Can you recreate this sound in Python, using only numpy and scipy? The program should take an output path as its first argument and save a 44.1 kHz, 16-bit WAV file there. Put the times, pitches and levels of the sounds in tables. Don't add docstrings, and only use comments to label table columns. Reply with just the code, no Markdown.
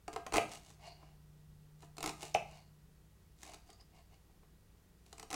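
import sys
import numpy as np
from scipy import signal
from scipy.fft import rfft, irfft
from scipy.io import wavfile
from scipy.ndimage import uniform_filter1d

SR = 44100
rng = np.random.default_rng(int(sys.argv[2]) if len(sys.argv) > 2 else 0)


def materialize(psi):
    bounded = np.clip(np.atleast_2d(psi).T, -1, 1)
    quanta = np.round(bounded * 32767).astype(np.int16)
    wavfile.write(sys.argv[1], SR, quanta)


N = 235915
TIME = np.arange(N) / SR

# pitch_hz, level_db, t60_s
BOARD_MODES = [(58.6, -20, 0.11), (90, -32.5, 0.1247), (307.3, -19.5, 0.2), (386, -18.5, 0.13),
               (436.9, -19, 0.3), (662, -27, 0.17), (690, -20, 0.23), (766, -27, 0.28), (863, -17.5, 0.079),
               (962, -28.5, 0.045), (1057, -21.5, 0.071), (1206, -21, 0.22), (1269, -10, 0.046),
               (1610, -26, 0.15)]
# pitch_hz, level_db, t60_s
BLADE_MODES = [(1877, -28, 0.106), (2050, -17.5, 0.081), (2350, -32, 0.091), (2389, -22.5, 0.26),
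               (2436, -18.5, 0.057), (2617, -12, 0.07), (2840, -22.5, 0.13), (3360, -25, 0.1)]
# frequency_hz, level_db
CRACK_SPECTRUM = [(300, -20.5), (1500, -8), (3000, -5), (4200, -2), (5200, -5), (6200, -1.5), (8000, -3.5),
                  (10000, -8.5), (12000, -16), (16000, -22.5)]
# frequency_hz, level_db
THUD_SPECTRUM = [(40, -21), (200, -1), (250, -19), (310, -4.5), (450, -1.5), (550, -7), (700, 4.5),
                 (900, 1.5), (1150, -5.5), (1500, -16), (2500, -15.5), (6000, -48)]
# middle_s, length_s, crackle_db, wood_db, steel_db, steel_hz
EDGE_SLIDES = [(0.533, 0.063, -55, -55.5, -79, 4680), (0.677, .075, -64, -70.5, -88, 4600),
               (0.864, 0.068, -69, -57, -62, 4500), (1.02, 0.17, -84, -70, -89.5, 4600),
               (1.828, 0.045, -68.5, -75, -90, 4600), (2.241, 0.078, -55, -57, -78, 4570),
               (2.537, 0.11, -70.5, -62, -75.5, 4440), (3.42, .05, -65.5, -83, -86, 4700),
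               (3.5, 0.076, -68, -58.5, -73, 4690), (3.694, 0.057, -76, -72, -71, 4780),
               (3.801, 0.02, -81, -67.5, -67, 4920), (3.976, 0.059, -77.5, -66.5, -81.5, 4500),
               (4.137, 0.04, -75.5, -70, -83, 4460), (5.12, .1, -75, -80, -95, 4530)]


def from_db(db):
    return 10 ** (np.asarray(db) / 20)


def rms_one(x):
    return x / np.sqrt(np.mean(x ** 2) + 1e-20)


def at_hz(points, hz):
    knots, values = np.transpose(points)
    return np.interp(np.log(np.maximum(hz, 1)), np.log(knots), values)


def colour(x, spectrum):
    size = 8192
    gain = from_db(at_hz(spectrum, np.fft.rfftfreq(size, 1 / SR)))
    cepstrum = irfft(np.log(gain))
    response = irfft(np.exp(rfft(2 * cepstrum[:size // 2], size)))
    return signal.oaconvolve(x, response / np.linalg.norm(response))[:N]


def clicks_at(times, levels_db):
    out = np.zeros(N)
    out[np.minimum((np.asarray(times) * SR).astype(int), N - 1)] = from_db(levels_db)
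    return out


def ring(push, hz, t60):
    r, w = from_db(-60 / (t60 * SR)), 2 * np.pi * hz / SR
    return signal.lfilter([0, np.sin(w)], [1, -2 * r * np.cos(w), r * r], push + 1e-18)


def strike(times, levels_db, modes, spread_db):
    out = np.zeros(N)
    for k, (hz, mode_db, t60) in enumerate(modes):
        strengths_db = levels_db + mode_db + spread_db * rng.standard_normal(len(times))
        out += (-1) ** k * ring(clicks_at(times, strengths_db), hz, t60)
    return out


def bursts(times, levels_db, spectrum, decay_s):
    out, size = np.zeros(N), 2048
    fade = np.exp(-TIME[:size] / decay_s)
    noise = colour(rng.standard_normal(N), spectrum)
    for k, (start_s, db) in enumerate(zip(times, levels_db)):
        burst = noise[(k + 1) * size:(k + 2) * size] * fade * (1 - fade ** 6)
        burst *= from_db(db) * np.linalg.norm(fade) / np.linalg.norm(burst)
        at = int(start_s * SR)
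        out[at:at + size] += burst[:max(N - at, 0)]
    return out


def grains(per_s, spread_db):
    sizes = from_db(spread_db * np.minimum(rng.exponential(1, N), 4))
    return rms_one(sizes * rng.choice([-1, 1], N) * (rng.random(N) < per_s / SR))


def swell(middle_s, length_s, linger=1):
    away = (TIME - middle_s) / (length_s * np.sqrt(.5))
    away = np.maximum(-away, away / linger)
    return np.exp(-away ** 1.8) * (away < 10)


def packet(start_s, hz, length_s):
    age = np.clip(TIME - start_s, 0, length_s)
    return np.sin(np.pi * age / length_s) ** 2 * np.sin(2 * np.pi * hz * age)


def background(hum_hz=151, air_db=-65):
    # time_s, level_db
    hum_levels = [(0, -74), (1.25, -62), (2.45, -60.5), (3.6, -77), (5.35, -75)]
    # pitch_hz, level_db
    steady_tones = [(59.2, -68.5), (99, -75), (182, -78), (213, -82.5), (1916, -90.5)]
    # frequency_hz, level_db
    air_spectrum = [(13, -56), (22, -2.5), (48, -2.5), (103, -7), (122, -19.5), (156, -6), (217, -19),
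                    (242, -19), (432, -18.5), (585, -26), (710, -26), (1620, -30.5), (1860, -33),
                    (2820, -33.5), (16000, -38)]
    hum = from_db(np.interp(TIME, *np.transpose(hum_levels))) * np.sin(2 * np.pi * hum_hz * TIME)
    tones = sum(from_db(db) * np.sin(2 * np.pi * (hz * TIME + rng.random())) for hz, db in steady_tones)
    air = from_db(air_db) * colour(rng.standard_normal(N), air_spectrum)
    return np.sqrt(2) * (hum + tones) + air


def kitchen(direct, wet_db, build_s):
    # frequency_hz, t60_s
    decay_times = [(150, 0.72), (500, 0.3), (1200, 0.42), (3000, 0.36), (7000, 0.31), (14000, 0.4)]
    # delay_s, level_db
    reflections = [(.0028, -12), (0.0109, -19.5), (0.0242, -26.5)]
    t, edges_hz = TIME[:SR // 2], np.geomspace(100, 17000, 12)
    response = np.zeros(len(t))
    for low, high in zip(edges_hz, edges_hz[1:]):
        bandpass = signal.butter(2, [low, high], "band", fs=SR, output="sos")
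        band = signal.sosfilt(bandpass, rng.standard_normal(len(t)))
        response += band * from_db(-60 * t / at_hz(decay_times, np.sqrt(low * high)))
    response *= 1 - np.exp(-t / build_s)
    response *= from_db(wet_db) / np.linalg.norm(response)
    for delay_s, db in reflections:
        response[int(delay_s * SR)] += from_db(db)
    return direct + signal.oaconvolve(direct, response)[:N]


def wet_crackle():
    gain = sum(from_db(db) * swell(middle_s, length_s) for middle_s, length_s, db, *_ in EDGE_SLIDES)
    return gain * colour(grains(per_s=2000, spread_db=6.0), CRACK_SPECTRUM)


def wood_rasp():
    # centre_hz, width_hz, level_db
    resonances = [(417, 160, -8), (707, 152, 3.5), (826, 270, 0), (1385, 460, -16.5), (2210, 362, -6),
                  (2826, 233, -3.5), (4560, 2400, -15)]
    friction = grains(per_s=2500, spread_db=3.5)
    out = np.zeros(N)
    for hz, width_hz, db in resonances:
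        b, a = signal.iirpeak(hz, hz / width_hz, fs=SR)
        out += from_db(db) * signal.lfilter(b, a, signal.lfilter(b, a, friction))
    return rms_one(out)


def edge_scrape(lag=0.33, linger=1.43):
    wood = wood_rasp()
    lowpass = signal.butter(2, 250, fs=SR, output="sos")
    catches = signal.sosfilt(lowpass, grains(per_s=3000, spread_db=4.5))
    out = np.zeros(N)
    for middle_s, length_s, _, wood_db, steel_db, steel_hz in EDGE_SLIDES:
        steel = rms_one(catches * np.sin(2 * np.pi * steel_hz * TIME))
        steel_swell = swell(middle_s + lag * length_s, length_s / linger, linger ** 2)
        out += from_db(wood_db) * swell(middle_s, length_s) * wood
        out += from_db(steel_db) * steel_swell * steel
    return out


def board_knocks(times, knock_db):
    jolt = from_db(7.5) * colour(clicks_at(times + 0.00075, knock_db), THUD_SPECTRUM)
    thud = bursts(times, knock_db - 5, THUD_SPECTRUM, decay_s=0.007)
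    return jolt + thud + strike(times, knock_db - 0.5, BOARD_MODES, spread_db=3.5)


def soft_taps():
    # start_s, level_db
    touches = [(1.0279, -52.5), (1.8292, -47), (3.6919, -53.5), (4.2955, -63), (4.4300, -59)]
    return board_knocks(*np.transpose(touches))


def inner_layers(count, swell_db=4.5, spread_db=2):
    # start_s, length_s, first_layer_db, knock_over_crack_db
    cuts = [(0.331, .05, -30, -5), (2.031, .068, -42, -8), (3.423, .13, -47.5, -13.5),
            (5.322, 0.043, -45.5, -10)]
    rows = []
    for start_s, length_s, first_layer_db, knock_over_crack_db in cuts:
        depth = (np.arange(count) + rng.random(count)) / count
        crack_db = first_layer_db + swell_db * depth + spread_db * rng.standard_normal(count)
        rows += zip(start_s + length_s * depth, crack_db, crack_db + knock_over_crack_db)
    return [row for row in rows if row[0] < TIME[-1]]


def shallot_snaps():
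    # start_s, crack_db, knock_db
    distinct_snaps = [(0.0796, -37, -35), (0.1297, -39, -45.5), (0.1364, -40.5, -44), (0.1613, -34, -30.5),
                      (0.2649, -34, -35.5), (0.3226, -34, -34.5), (0.339, -23.5, -28), (0.358, -25, -24.5),
                      (0.3675, -21, -30), (0.5149, -43, -55), (0.7025, -46, -56), (1.8214, -50, -57),
                      (1.9681, -41.5, -55), (1.9815, -33.5, -41), (2.006, -34, -42), (2.0278, -26, -37),
                      (2.0401, -29.5, -33.5), (2.0599, -24, -36.5), (2.0752, -29, -33.5),
                      (2.0926, -29, -36.5), (2.229, -31.5, -39.5), (3.4312, -34.5, -50),
                      (3.702, -44.5, -63), (3.73, -48.5, -63), (3.8106, -52.5, -61.5),
                      (5.0627, -49.5, -63.5), (5.1279, -37.5, -48), (5.1808, -40, -53), (5.1965, -35, -46),
                      (5.2283, -38, -44.5), (5.3033, -33, -44.5), (5.3117, -33.5, -40.5),
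                      (5.3286, -27.5, -34), (5.3419, -26, -35.5)]
    # frequency_hz, level_db
    clink_spectrum = [(1000, -32), (1600, -20.5), (2000, 3), (2700, 1.5), (3400, -20.5), (4300, -2),
                      (7000, -37.5)]
    times, crack_db, knock_db = np.transpose(distinct_snaps + inner_layers(count=8))
    strength_db = (crack_db + knock_db) / 2
    blade_db = -43.5 + 1.33 * (strength_db + 35.5)
    crack = bursts(times, crack_db - 8, CRACK_SPECTRUM, decay_s=0.0023)
    clink = bursts(times, blade_db - 2.5, clink_spectrum, decay_s=0.0028)
    blade = strike(times, blade_db - 8.5, BLADE_MODES, spread_db=3.0)
    return crack + clink + blade + board_knocks(times, knock_db)


def edge_squeak(end_s, length_s, from_hz=6200, fall_hz=3400):
    bite = np.clip((TIME - end_s) / length_s + 1, 0, 1)
    hz = from_hz - fall_hz * bite ** 3
    grip = 1 + 0.53 * rms_one(uniform_filter1d(rng.standard_normal(N), size=24))
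    return np.sqrt(bite) * (bite < 1) * grip * np.sin(2 * np.pi * np.cumsum(hz) / SR)


def blade_landings(squeak_s=0.0048, bounce_s=0.011, bounce_loss_db=3.5):
    # start_s, knock_db, knock_hz, contact_s, clink_db, thump_db, squeak_db, bounce_db
    blows = [(0.3807, -21.5, 646, 0.0062, -19.5, -30.5, -50.5, -48),
             (2.3474, -19.5, 731, 0.0065, -20.5, -43, -31.5, -28)]
    push = np.zeros(N)
    for start_s, knock_db, knock_hz, contact_s, clink_db, _, squeak_db, bounce_db in blows:
        push += from_db(squeak_db) * edge_squeak(start_s, squeak_s)
        push += from_db(knock_db) * packet(start_s, knock_hz, contact_s)
        push += from_db(clink_db) * packet(start_s + 0.00089, hz=2610, length_s=0.002)
        for k in range(2):
            bounce = packet(start_s + bounce_s * (k + 1), knock_hz, contact_s)
            push += from_db(bounce_db - bounce_loss_db * k) * bounce
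    board = sum(from_db(db) * ring(push, hz, t60) for hz, db, t60 in BOARD_MODES)
    blade = sum(from_db(db) * ring(push, hz, t60) for hz, db, t60 in BLADE_MODES)
    ringing = from_db(-35.0) * board + from_db(-32.5) * blade
    times, levels_db, _, _, _, thump_db, _, _ = np.transpose(blows)
    crushed_flesh = bursts(times - squeak_s, levels_db - 24, CRACK_SPECTRUM, decay_s=0.0092)
    thud = bursts(times, levels_db - 14, THUD_SPECTRUM, decay_s=0.015)
    return push + ringing + crushed_flesh + thud + board_knocks(times, thump_db)


def scene():
    knife = shallot_snaps() + soft_taps() + blade_landings() + wet_crackle() + edge_scrape()
    return (kitchen(knife, wet_db=-8.0, build_s=0.0023) + background())[None]


def record(dry):
    cutoff_hz = 16100
    return signal.sosfilt(signal.ellip(10, .1, 80, cutoff_hz, fs=SR, output="sos"), dry)


dry = scene()
out = record(dry)
materialize(out)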